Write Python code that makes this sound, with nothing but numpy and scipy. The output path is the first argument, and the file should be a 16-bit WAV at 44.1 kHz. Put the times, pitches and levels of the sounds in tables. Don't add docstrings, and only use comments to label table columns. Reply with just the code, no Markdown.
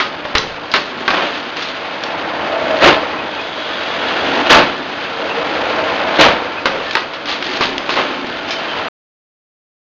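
import sys
import numpy as np
from scipy import signal
from scipy.fft import rfft, irfft, next_fast_len
from scipy.io import wavfile
from scipy.ndimage import uniform_filter1d, map_coordinates

SR = 44100
rng = np.random.default_rng(int(sys.argv[2]) if len(sys.argv) > 2 else 0)


def generate_wav(sig):
    pcm = np.round(np.clip(np.atleast_2d(sig).T, -1, 1) * 32767).astype(np.int16)
    wavfile.write(sys.argv[1], SR, pcm)


N = 433944
TIME = np.arange(N) / SR

# t/s, level/dB, t60/s, second snap after/s, tube f/Hz, ring/dB, thump/dB
BLOWS = [(0.252, -21.5, 0.04, 0.0071, 596, -19, -42), (0.352, -5, 0.09, 0.019, 435, -15.5, -11.5),
         (0.7389, -7, 0.16, 0.021, 1370, -14, -33), (1.0789, -6, 0.046, 0.0256, 1123, -7.5, -37),
         (6.6565, -7, 0.076, 0.012, 533, -13, -41), (6.9527, -7, 0.054, 0.017, 910, -12.5, -30.5),
         (7.609, -9, 0.096, 0.016, 1275, -23, -51), (7.893, -12, 0.031, 0.01, 1083, -15, -42)]
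# t/s, level/dB, rise/s, hold/s, clash level/dB, clash hold/s
CRASHES = [(2.807, -4.5, 0.03, 0.083, -11, 0.06), (4.496, -3.5, 0.007, 0.082, -7, 0.03),
           (6.185, -5.5, 0.007, 0.077, -10, 0.055)]
# f/Hz, width/Hz, level/dB
PANELS = [(297.5, 16, 1.5), (349.4, 21, 2.5), (481, 37, 1), (573, 43, 4), (659.4, 24, 7), (754, 22, -1.5),
          (883.6, 32, 2), (1066, 20, 3), (1346, 57, -3), (1753, 33, -2.5), (2197, 28, -5.5),
          (2565, 12, 0.5), (2816, 20, -5.5)]
# f/Hz, level/dB
RATTLE = [(700, -26), (1400, 2.5), (2000, -2.5), (3100, -0.5), (4000, -6), (4900, -11), (5400, -18),
          (6300, -22.5), (7500, -37), (9000, -57)]


def amp(db):
    return 10 ** (np.asarray(db) / 20)


def unit(x):
    return x / np.sqrt(np.mean(x ** 2) + 1e-20)


def along(points, hz):
    f, values = np.transpose(points)
    return np.interp(np.log(hz + 1), np.log(f), values)


def wobble(rate):
    return map_coordinates(rng.standard_normal(int(N * rate / SR) + 4), [TIME * rate])


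def filtered(x, response):
    size = next_fast_len(len(x) + SR // 4)
    return irfft(rfft(x, size) * response(np.fft.rfftfreq(size, 1 / SR)), size)[:len(x)]


def coloured(x, spectrum, tilt_db=0):
    return unit(filtered(x, lambda f: amp(along(spectrum, f) + tilt_db * np.log2(np.clip(f, 300, 6000)))))


def ringing(x, modes):
    def response(f):
        return sum((-1) ** k * amp(db) * 1j * f * width / (hz * hz - f * f + 1j * f * width)
                   for k, (hz, width, db) in enumerate(modes))
    return unit(filtered(x, response))


def impacts(rate, spread_db, t60):
    power = (rng.random(N) < rate / SR) * amp(spread_db * rng.random(N)) ** 2
    energy = signal.lfilter([1], [1, -amp(-60 / (t60 * SR)) ** 2], power)
    return unit(np.sqrt(energy) * rng.standard_normal(N))


def bursts(rows, t60):
    return sum(amp(db - 60 * np.maximum(TIME - s - hold, 0) / t60) * np.clip((TIME - s) / rise, 0, 1)
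               for s, db, rise, hold in rows)


def swells(rows, idle_db, t60):
    strokes = [amp(db - 60 * np.maximum(TIME - s - length, 0) / t60)
               * np.clip((TIME - s) / length, 0, 1) ** build for s, length, db, build in rows]
    return np.sqrt(amp(idle_db) ** 2 + np.sum(np.square(strokes), axis=0))


def cracks(snap_db=-7, snap_t60=0.017, second_db=-7, second_t60=0.13):
    # f/Hz, level/dB
    cane = [(60, -28.5), (220, -8.5), (400, -0.5), (700, -8), (1100, 4), (1700, 0), (2500, -2.5),
            (3800, -5.5), (5200, -12), (6500, -29), (8000, -42.5)]
    # t/s, level/dB, tilt/(dB per
    # octave), t60/s
    splinters = [(0.001, -11.5, 0, 0.24), (0.382, -9.5, 13.5, 0.024), (0.716, -21, 9, 0.086),
                 (1.569, -19.5, 4, 0.054), (1.6237, -20, 5.5, 0.11), (2.037, -14.5, 9, 0.025),
                 (3.3947, -19.5, -4, 0.035), (6.9104, -16.5, 2.5, 0.044), (6.9325, -21.5, 9, 0.034),
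                 (7.135, -23, 0.5, 0.27), (7.257, -20, 4, 0.032), (7.4253, -15.5, 1, 0.038),
                 (7.5705, -18, 4.5, 0.04), (7.7807, -12, 5, 0.013), (8.245, -20, -5.5, 0.028),
                 (8.268, -22, 3, 0.029), (8.508, -18.5, 9, 0.19)]
    out, t = np.zeros(N), np.arange(SR // 3) / SR
    first = [(s, db, 0, t60) for s, db, t60, *_ in BLOWS]
    second = [(s + after, db + second_db, 0, second_t60) for s, db, _, after, *_ in BLOWS]
    for s, db, tilt_db, t60 in first + second + splinters:
        envelope = amp(db) * (amp(-60 * t / t60) + amp(snap_db - 60 * t / snap_t60))
        out[round(s * SR):][:len(t)] += envelope * coloured(rng.standard_normal(len(t)), cane, tilt_db)
    return out


def tube_ring():
    # multiple of its pitch, level/dB, t60/s
    modes = [(1, 1.5, 0.086), (1.4, -2.5, 0.064), (1.85, -6.5, 0.06)]
    out, t = np.zeros(N), np.arange(SR // 3) / SR
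    for s, *_, hz, ring_db, _ in BLOWS:
        for multiple, db, t60 in modes:
            envelope = amp(ring_db + db - 60 * t / t60)
            out[round(s * SR):][:len(t)] += envelope * np.sin(2 * np.pi * hz * multiple * t)
    return out


def thumps(centre_hz=80, t60=0.046):
    out, t = np.zeros(N), np.arange(SR // 4) / SR
    for s, *_, db in BLOWS:
        hz = centre_hz * amp(rng.normal(0, 3.7))
        out[round(s * SR):][:len(t)] += amp(db - 60 * t / t60) * np.sin(2 * np.pi * hz * t)
    return out


def tearing():
    # t/s, level/dB, rise/s, hold/s
    tears = [(0.39, -32.5, 0.01, 0.11), (0.745, -18, 0.005, 0.013), (1.33, -31.5, 0.014, 0.05),
             (1.56, -26, 0.014, 0.13), (3.385, -32, 0.008, 0.027), (6.8, -29.5, 0.06, 0.2),
             (7.255, -19.5, 0.03, 0.061), (7.43, -24.5, 0.022, 0.14), (7.615, -18.5, 0.005, 0.02),
             (7.895, -21, 0.006, 0.048), (8.47, -25.5, 0.016, 0.036)]
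    # f/Hz, level/dB
    fibres = [(200, -14.5), (700, -0.5), (1400, 0.5), (3200, 2.5), (4500, -1), (5500, -11.5), (6500, -17),
              (8000, -35.5)]
    return bursts(tears, t60=0.45) * coloured(impacts(rate=1000, spread_db=6, t60=0.016), fibres)


def falling_strips(ring_db=-7):
    # t/s, level/dB, rise/s, hold/s
    falls = [(1.085, -18, 0.0062, 0.014), (1.13, -18.5, 0.015, 0.1), (6.665, -24, 0.0046, 0.17),
             (7.955, -12.5, 0.017, 0.031)]
    # f/Hz, level/dB
    heap = [(25, -32), (60, -17.5), (120, -17.5), (220, -5), (600, 2.5), (1200, 0), (2000, -3.5),
            (3000, -2.5), (4500, -14.5), (6500, -29.5), (8000, -48.5)]
    # f/Hz, width/Hz, level/dB
    modes = [(560, 56, 1.5), (1090, 50, -1.5), (1300, 77, -5)]
    clatter = coloured(impacts(rate=600, spread_db=4, t60=0.04), heap)
    ring = ringing(impacts(rate=600, spread_db=4, t60=0.04), modes)
    return bursts(falls, t60=0.58) * unit(clatter + amp(ring_db) * ring)


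def crashes(panels_db=-4, lead_s=0.055, lead_db=-16, clash_slower=2.2, steel_t60=0.22):
    # f/Hz, level/dB
    slam = [(25, -11), (60, -11.5), (130, -6.5), (200, -4), (330, -2.5), (650, 0.5), (1200, 0), (2000, -4),
            (3000, -4.5), (4500, -13), (6300, -30.5), (7500, -42.5), (9000, -83)]
    lead = bursts([(s - lead_s, db + lead_db, lead_s / 2, lead_s) for s, db, *_ in CRASHES], steel_t60)
    volley = bursts([row[:4] for row in CRASHES], t60=0.38)
    clash = bursts([(s, db, clash_slower * rise, hold) for s, _, rise, _, db, hold in CRASHES], steel_t60)
    hammering = coloured(impacts(rate=1000, spread_db=3, t60=0.035), slam)
    panels = ringing(impacts(rate=1000, spread_db=3, t60=0.035), PANELS)
    body = unit(hammering + amp(panels_db) * panels)
    steel = impacts(rate=600, spread_db=6.5, t60=0.012)
    return lead * coloured(steel, RATTLE) + volley * body + clash * coloured(steel, RATTLE, tilt_db=3)


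def chain(panels_db=-4.5, uneven_db=0.38):
    # t/s, length/s, drone level/dB, rattle level/dB, drone build, rattle build
    strokes = [(0.8, 0.56, -31, -27.5, 0.5, 0.6), (1.75, 1.24, -19.5, -28.5, 0.36, 0.14),
               (3.097, 1.303, -17.5, -20.5, 1.6, 1.1), (4.908, 1.275, -17, -23.5, 0.62, 0.33),
               (7.15, 0.98, -28, -29, 0.36, 0.66), (8.26, 0.55, -23.5, -26, 0.92, 0.44)]
    # f/Hz, level/dB
    frame = [(18, -60.5), (30, -33), (92, -11.5), (124, -18), (287, -2.5), (402, -7.5), (475, -1.5),
             (584, -4.5), (641, -3.5), (787, -1.5), (1430, -6.5), (2080, -11), (2600, -14.5), (3380, -41.5),
             (5720, -120)]
    drone_rows = [(s, length, db, build) for s, length, db, _, build, _ in strokes]
    rattle_rows = [(s, length, db, build) for s, length, _, db, _, build in strokes]
    links = coloured(impacts(rate=900, spread_db=3, t60=0.06), frame)
    panels = ringing(impacts(rate=900, spread_db=3, t60=0.06), PANELS)
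    chatter = coloured(impacts(rate=900, spread_db=4, t60=0.05), RATTLE)
    drone = swells(drone_rows, idle_db=-28, t60=2.5) * unit(links + amp(panels_db) * panels)
    rattle = swells(rattle_rows, idle_db=-31, t60=2.4) * chatter
    return amp(uneven_db * wobble(rate=7)) * (drone + rattle)


def rollers():
    # t/s, level/dB, rise/s, hold/s
    howls = [(2.3, -20, 0.32, 0.45), (3.4, -34.5, 0.23, 0.86), (5.05, -25, 0.2, 0.81),
             (6.62, -27.5, 0.18, 0.18)]
    # f/Hz, width/Hz, early level/dB, late level/dB
    bed = [(466, 31, -23.5, 1), (543, 36, -6, -3), (643.4, 31, 4, 0.5)]
    rumble = impacts(rate=600, spread_db=2, t60=0.04)
    early = ringing(rumble, [(hz, width, db) for hz, width, db, _ in bed])
    late = ringing(rumble, [(hz, width, db) for hz, width, _, db in bed])
    return bursts(howls, t60=1.5) * np.where(TIME < CRASHES[1][0], early, late)


def groan():
    # t/s, level/dB, rise/s, hold/s
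    groans = [(0.8, -30.5, 0.18, 0.4), (4.0, -25, 0.35, 0.48), (7.15, -29.5, 0.23, 1)]
    # f/Hz, width/Hz, level/dB
    beams = [(263.4, 48, -2), (302, 25, -1.5), (365, 28, -0.5)]
    return bursts(groans, t60=2.3) * ringing(impacts(rate=300, spread_db=2, t60=0.043), beams)


def squeaks(waver=0.022):
    # t/s, f/Hz, level/dB, length/s
    chirps = [(3.166, 2520, -28.5, 0.058), (3.375, 2510, -25.5, 0.045), (4.151, 1776, -33, .08),
              (5.037, 2663, -31.5, 0.055), (5.289, 2680, -24.5, 0.051), (6.561, 2510, -26, 0.047),
              (6.844, 1756, -27, 0.098), (8.488, 2360, -29, 0.081), (8.539, 3065, -26.5, 0.05),
              (8.659, 3090, -28, .11)]
    out = np.zeros(N)
    for s, hz, db, length in chirps:
        swell = signal.windows.tukey(round(length * SR), 0.8)
        jitter = unit(uniform_filter1d(rng.standard_normal(len(swell)), size=100))
        phase = 2 * np.pi * np.cumsum(hz * (1 + waver * jitter)) / SR
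        out[round(s * SR):][:len(swell)] += amp(db) * swell * np.sqrt(2) * np.sin(phase)
    return out


def rails():
    # t/s, level/dB, rise/s, hold/s
    scrape = [(3.05, -33, 0.51, 1)]
    # f/Hz, width/Hz, level/dB
    whine = [(3358, 120, 1), (3840, 60, -7)]
    return bursts(scrape, t60=4.2) * ringing(rng.standard_normal(N), whine)


def motor(flutter_db=0.71, drift_rad=0.63):
    # f/Hz, rms level/dB
    lines = [(102.3, -59.5), (155, -50.5), (301.5, -48.5)]
    return sum(amp(db + flutter_db * wobble(rate=3)) * np.sqrt(2)
               * np.sin(2 * np.pi * hz * TIME + drift_rad * wobble(rate=5)) for hz, db in lines)


def workshop(x, build_s=0.015):
    # f/Hz, t60/s
    decay = [(150, 1), (1000, 0.26), (3000, 0.28), (7000, 0.31)]
    hz, t, noise = signal.stft(rng.standard_normal(SR * 2 // 3), SR, nperseg=256)
    tail = signal.istft(noise * amp(-60 * t / along(decay, hz)[:, None]), SR, nperseg=256)[1]
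    tail *= 1 - np.exp(-np.arange(len(tail)) / SR / build_s)
    return signal.fftconvolve(x, tail / np.linalg.norm(tail))[:N]


def scene(reverb_db=-7.5):
    breaks = cracks() + tube_ring()
    bamboo = breaks + thumps() + tearing() + falling_strips()
    machine = crashes() + chain() + rollers() + groan() + squeaks() + rails() + motor()
    return (bamboo + machine + amp(reverb_db) * workshop(breaks))[None]


def record(dry, dip_hz=5500, dip_db=-2, ceiling=1.004, stop_s=8.885, band_hz=7000,
           grit_db=-36, top_hz=15600):
    dipped = filtered(dry[0], lambda hz: amp(dip_db / (1 + ((hz - dip_hz) / 400) ** 4)))
    saturated = dipped / (1 + np.abs(dipped / ceiling) ** 6) ** (1 / 6)
    narrow = filtered(saturated * (TIME < stop_s), lambda hz: 1 / np.sqrt(1 + (hz / band_hz) ** 60))
    grit = amp(grit_db) * np.gradient(narrow) * rng.standard_normal(N)
    return filtered(np.clip(narrow + grit, -1, 1), lambda hz: hz < top_hz)[None]


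dry = scene()
out = record(dry)
generate_wav(out)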